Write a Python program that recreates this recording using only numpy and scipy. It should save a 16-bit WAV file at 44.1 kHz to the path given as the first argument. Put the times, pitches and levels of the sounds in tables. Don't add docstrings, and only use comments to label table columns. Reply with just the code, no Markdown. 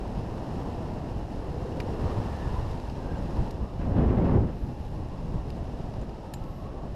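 import sys
import numpy as np
from scipy.fft import rfft, irfft, next_fast_len
from scipy.io import wavfile
from scipy.ndimage import uniform_filter1d, map_coordinates

SR = 44100
rng = np.random.default_rng(int(sys.argv[2]) if len(sys.argv) > 2 else 0)


def pcm_store(signal):
    levels = np.round(np.clip(np.atleast_2d(signal), -1, 1) * 32767)
    wavfile.write(sys.argv[1], SR, levels.astype(np.int16).T)


N = 306495


def amp(db):
    return 10 ** (np.asarray(db) / 20)


def unit(x):
    return x / np.sqrt(np.mean(x ** 2) + 1e-20)


def clock():
    return np.arange(N) / SR


def curve(rows):
    times, values = np.transpose(rows)
    return np.interp(clock(), times, values)


def along(points, hz):
    f, v = np.transpose(points)
    return np.interp(np.log(hz + 1), np.log(f + 1), v)


def wobble(rate):
    knots = rng.standard_normal(int(N * rate / SR) + 4)
    return map_coordinates(knots, [clock() * rate])


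def arch(peak_s, length_s):
    progress = np.clip((clock() - peak_s) / length_s + .5, 0, 1)
    return np.sin(np.pi * progress)


def filtered(x, response):
    size = next_fast_len(N + 8192)
    spectrum = rfft(x, size) * response(np.fft.rfftfreq(size, 1 / SR))
    return irfft(spectrum, size)[:N]


def noise(spectrum):
    return unit(filtered(rng.standard_normal(N), lambda hz: amp(along(spectrum, hz))))


def turbulence(spectrum, lump_db, rate):
    lumpy = noise(spectrum) * amp(lump_db * wobble(rate))
    power = uniform_filter1d(uniform_filter1d(lumpy * lumpy, size=3000), size=2000)
    return lumpy / np.sqrt(np.abs(power) + 1e-9)


def carried(x, speed):
    return map_coordinates(x, [np.cumsum(speed)], mode="mirror")


# t/s, level/dB before trim
FLOW_STRENGTH = [(0, -44.5), (.6, -43), (1.25, -45), (1.9, -43), (2.12, -40), (2.3, -42.5), (2.6, -42.5),
                 (2.92, -46), (3.05, -43.5), (3.45, -43.5), (3.7, -47), (4.8, -49), (5.85, -45.5),
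                 (6.15, -48.5), (6.55, -48.5), (6.82, -45.5), (6.95, -48)]


def flow_strength():
    return curve(FLOW_STRENGTH)


# f/Hz, level/dB per Hz
EDDY_SPECTRUM = [(10, -8), (24, 1.5), (38, 2.5), (58, 2.5), (110, -3), (160, -7.5), (260, -22.5),
                 (500, -34.5), (1500, -95)]


def buffet(level_db, roar_db, eddy):
    roar_excess_db = np.maximum(roar_db - np.median(roar_db), 0)
    speed = amp(.3 * roar_excess_db)
    thumps = carried(turbulence(EDDY_SPECTRUM, lump_db=1.5, rate=45), speed)
    return amp(level_db + eddy) * thumps


# f/Hz, level/dB per Hz
ROAR_SPECTRUM = [(50, -11.5), (100, -1.5), (160, 1), (260, -1.5), (400, -8.5), (650, -15.5), (1000, -20.5),
                 (1400, -34), (1900, -37), (2600, -46.5), (4000, -60), (9000, -95)]


def roar(level_db, eddy):
    return amp(level_db + 0.86 * eddy) * turbulence(ROAR_SPECTRUM, lump_db=1.5, rate=130)


# f/Hz, level/dB per Hz
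RUSH_SPECTRUM = [(100, -20.5), (300, 2), (520, 0.5), (750, 0), (920, -3), (1100, -11), (1350, -17),
                 (1800, -24), (2300, -39), (5000, -65)]
RUSH_OCTAVES_PER_DB = 0.0634


def airstream(level_db, flow_db, eddy):
    speed = 2 ** (RUSH_OCTAVES_PER_DB * flow_db)
    rush = carried(turbulence(RUSH_SPECTRUM, lump_db=0.9, rate=36), speed)
    return amp(level_db + 0.3 * eddy + 2.0) * rush


# f/Hz, width/Hz, level/dB
CASE_CAVITIES = [(1800, 360, 5.5), (2770, 570, 7.5), (3970, 740, 3), (5210, 910, 5), (6760, 400, 1)]


def cavities(hz):
    return sum(db / (1 + (2 * (hz - centre_hz) / width_hz) ** 2)
               for centre_hz, width_hz, db in CASE_CAVITIES)


# f/Hz, level/dB per Hz
HISS_SPECTRUM = [(700, 0), (1300, -2.5), (1800, -7), (2300, -9.5), (3300, -10.5), (5300, -13.5),
                 (6500, -16.5), (8000, -19.5), (9000, -22), (11300, -22), (13000, -29), (14200, -35),
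                 (15000, -35)]
# t/s, level/dB before trim
HISS_LEVEL = [(0, -61.7), (.55, -60), (1.25, -62.5), (1.9, -60), (2.08, -57.5), (2.7, -59), (2.95, -61),
              (3.48, -60.5), (3.6, -64), (4.45, -65), (5.3, -63.5), (5.85, -63), (6.15, -65), (6.95, -65.5)]


def hiss(eddy):
    grainy = rng.standard_normal(N) * amp(0.81 * wobble(500))
    air = unit(filtered(grainy, lambda hz: amp(along(HISS_SPECTRUM, hz) + cavities(hz))))
    return amp(curve(HISS_LEVEL) + 0.5 * eddy + 7.5) * air


# mid t/s, length t/s, start f/Hz, end f/Hz, wobble rate in knots/s (sets width), level/dB before the swell
EDGE_WHISTLES = [(0.1, 0.4, 830, 777, 219, -49), (0.794, 1.17, 694.5, 656.7, 219, -50),
                 (1.83, 1.15, 419.9, 390, 290, -40), (2.4, 0.61, 1800, 1713, 169.2, -59),
                 (2.559, 0.52, 978, 1025, 89.2, -50), (2.84, 0.45, 930, 894, 101.2, -50),
                 (3.097, 0.33, 1643, 1540, 122, -58), (3.468, 0.093, 889, 893.5, 80.1, -44.5),
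                 (3.66, 0.26, 1120, 1080, 328.4, -54.5), (4.25, 0.2, 520, 479.5, 239.5, -38),
                 (4.85, 0.69, 847, 840, 110.2, -53.5), (5.1, 1.1, 940.5, 1001, 379.6, -53),
                 (6.3, 0.56, 881, 840, 230, -50), (6.363, 0.94, 1270, 1302, 109.7, -61.5),
                 (6.649, 0.6, 1069, 1116, 120, -54.5), (3.182, 0.022, 7500, 6910, 300, -64),
                 (4.63, 0.29, 11700, 11200, 1290, -76), (4.87, 0.33, 11180, 11100, 1300, -77),
                 (6.529, 0.38, 12000, 11600, 1600, -76)]


def whistles():
    out = np.zeros(N)
    for mid_s, length_s, start_hz, end_hz, width, db in EDGE_WHISTLES:
        progress = np.clip((clock() - mid_s) / length_s + .5, 0, 1)
        phase = 2 * np.pi * np.cumsum(start_hz + (end_hz - start_hz) * progress) / SR
        tone = unit(wobble(width) * np.sin(phase) + wobble(width) * np.cos(phase))
        out += amp(db) * arch(mid_s, length_s) * tone
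    return out


# peak t/s, length t/s, buffet lift level/dB, roar lift level/dB
GUST_LIFTS = [(0.178, 0.16, 2.5, .5), (0.659, 1.2, -2, 2.5), (1.153, 0.043, 5.5, 1), (1.309, 0.15, -4, 0),
              (2.06, 0.12, 7.5, -1), (2.181, 0.088, 7, 0), (2.349, .12, 3, -2), (2.477, 0.046, 2, 0),
              (2.595, 0.39, 4.5, -2), (3.171, 0.29, 3, 2), (3.392, 0.1, 11, 4), (3.632, 0.12, 7, 3),
              (3.685, 0.077, -6, -5), (3.821, 0.061, 4, 2), (4.025, 0.06, -1, 3), (4.129, 0.049, -5.5, 3),
              (4.223, 0.0501, -2, 3), (4.28, 0.091, -4.5, 0.5), (4.357, 0.049, 1, 6.5),
              (4.399, .13, 4.5, 1.5), (4.44, 0.0591, 2.5, 4), (4.493, 0.0589, -1, 5), (4.641, 0.064, 9, 3),
              (4.69, 0.093, 1, 4), (4.85, 0.14, 1, -11), (4.997, 0.17, 4, 2), (5.335, 0.3, 4, 3),
              (5.355, 0.038, 5.5, 1), (5.628, 0.058, 5.5, 2), (5.983, 0.082, 3.5, 2.5),
              (6.221, 0.28, -6, -2), (6.625, .25, -2, -2.5)]


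def gusts():
    return sum(np.outer([buffet_db, roar_db], arch(peak_s, length_s))
               for peak_s, length_s, buffet_db, roar_db in GUST_LIFTS)


# f/Hz, level/dB per Hz
CONTACT_SPECTRUM = [(500, -25), (1200, -11), (1600, -5), (2650, -2.5), (3450, -9), (4350, -2), (5200, -5),
                    (6000, -8), (7000, -9), (9500, -13), (12000, -10), (14300, -22), (15200, -38)]
SPOT_OCTAVES = 0.29


def snap(t, tilt_db, spot_hz, spot_db, t60):
    hz = np.fft.rfftfreq(len(t), 1 / SR)
    octaves = np.log2((hz + 1) / spot_hz)
    spot = spot_db * np.exp(-(octaves / SPOT_OCTAVES) ** 2)
    colour = amp(along(CONTACT_SPECTRUM, hz) + cavities(hz) + tilt_db * octaves + spot)
    crack = unit(irfft(rfft(rng.standard_normal(len(t))) * colour, len(t)))
    return crack * amp(-60 * t / t60) * (1 - np.exp(-t / 0.00057))


def ring(modes, t):
    scatter_db = rng.normal(0, 1.5, len(modes))
    return sum(amp(db + extra - 60 * t / t60) * np.sin(2 * np.pi * (hz * t + rng.random()))
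               for (hz, db, t60), extra in zip(modes, scatter_db))


# f/Hz, level/dB, t60 t/s
MOUNT_MODES = [(1750, -8, .015), (2080, -3, .016), (2400, 0, .018), (2750, 0, .02), (3900, -12, .012),
               (5110, -4, .024)]


def mount_ring(t):
    return ring(MOUNT_MODES, t) * (1 - np.exp(-t / 0.00058))


# f/Hz, level/dB, t60 t/s
STEEL_MODES = [(6930, -1, .045), (7070, -5, .045), (7595, -9, .13), (8950, -3, .028), (9530, -11, .048),
               (11500, -7, .025), (12745, -16, .11), (14330, -26, .07)]


def steel_ring(t):
    return ring(STEEL_MODES, t) * (1 - np.exp(-t / 0.0025))


# t/s, reference level/dB, tilt level/dB per octave, struck spot f/Hz,
# spot lift level/dB, t60 t/s, body ring level/dB, metal ring level/dB (rings relative to the reference)
RIG_TICKS = [(1.8016, -29.5, -2.5, 2202, 7.5, 0.022, -7, -40), (2.7122, -41, -2.5, 3700, 5, 0.02, -20, -40),
             (2.799, -41, -3, 4800, 2, .015, -20, -40), (2.8983, -42.5, -4, 5200, 2, 0.023, -20, -40),
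             (3.223, -45, -4, 3500, 6, .02, -20, -40), (3.3684, -45, 1, 4854, 9, .015, -20, -40),
             (3.5079, -38.5, 0, 5600, 1, 0.02, -14, -40), (5.0862, -50, 2, 7490, 5, 0.0097, -25, -40),
             (5.5027, -37.5, 0.5, 3602, 5, .011, -25, -40), (5.9372, -44, -4.5, 4990, 5, .02, -20, -40),
             (6.0136, -45.5, -5, 6600, 7, .02, -20, -14), (6.0932, -48, -4, 5300, 7, 0.023, -20, -40),
             (6.3369, -31.5, 2, 5400, -7, 0.021, -22, -9.5), (6.438, -48.5, -1, 3000, 2, .02, -20, -40)]
REBOUND_S, REBOUND_DB, REBOUND_GROWS = .0035, -30.5, 0.32


def ticks():
    out, t = np.zeros(N + SR), np.arange(SR // 4) / SR
    for s, db, tilt_db, spot_hz, spot_db, t60, body_db, metal_db in RIG_TICKS:
        flight = REBOUND_S * amp(REBOUND_GROWS * (db - REBOUND_DB))
        for start, contact_db in ((s, -2.5), (s + flight, -10)):
            contact = amp(db + contact_db) * snap(t, tilt_db, spot_hz, spot_db, t60)
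            out[round(start * SR):][:len(t)] += contact
        rings = amp(body_db) * mount_ring(t) + amp(metal_db) * steel_ring(t)
        out[round(s * SR):][:len(t)] += amp(db) * rings
    return out[:N]


TURN_START_S, TURN_ATTACK_S, TURN_HOLD_S, TURN_RELEASE_S = 3.745, .235, .37, 0.2297


def turn():
    corners = TURN_START_S + np.cumsum([0, TURN_ATTACK_S, TURN_HOLD_S, TURN_RELEASE_S])
    return np.interp(clock(), corners, [0, 1, 1, 0])


# peak t/s, length t/s, level/dB
RASP_SURGES = [(3.828, 0.1, -48), (3.995, 0.084, -50), (4.137, .62, -46), (4.295, 0.11, -47.5),
               (4.503, 0.1, -52.5), (4.633, 0.061, -53)]
# f/Hz, level/dB per Hz
RASP_SPECTRUM = [(400, -20), (900, 10.5), (1300, 1), (1750, 0), (2300, -8.5), (2900, -9), (3400, -15),
                 (6000, -30), (12000, -50)]


def rasps():
    swell = sum(amp(db) * arch(peak_s, length_s) for peak_s, length_s, db in RASP_SURGES)
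    return swell * turbulence(RASP_SPECTRUM, lump_db=3.0, rate=400)


CRUISE_DB, BUFFET_DB, ROAR_DB = -45, -35, -39.5
BUFFET_GROWS, ROAR_GROWS = 0.35, .7
TURN_BUFFET_DB, TURN_ROAR_DB, TURN_RUSH_DB = 13, 15, 7.5


def scene():
    stream_db = flow_strength()
    flow_db = stream_db - CRUISE_DB
    banked, eddy = turn(), wobble(35)
    gust_buffet_db, gust_roar_db = gusts()
    buffet_db = BUFFET_DB + BUFFET_GROWS * flow_db + TURN_BUFFET_DB * banked + gust_buffet_db
    roar_db = ROAR_DB + ROAR_GROWS * flow_db + TURN_ROAR_DB * banked + gust_roar_db
    rush_db = stream_db + TURN_RUSH_DB * banked
    wind = buffet(buffet_db, roar_db, eddy) + roar(roar_db, eddy)
    wind += airstream(rush_db, flow_db, eddy) + hiss(eddy)
    return (wind + whistles() + ticks() + rasps())[None]


TOP_HZ = 15200


def record(dry):
    return filtered(dry[0], lambda hz: hz < TOP_HZ)[None]


dry = scene()
out = record(dry)
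pcm_store(out)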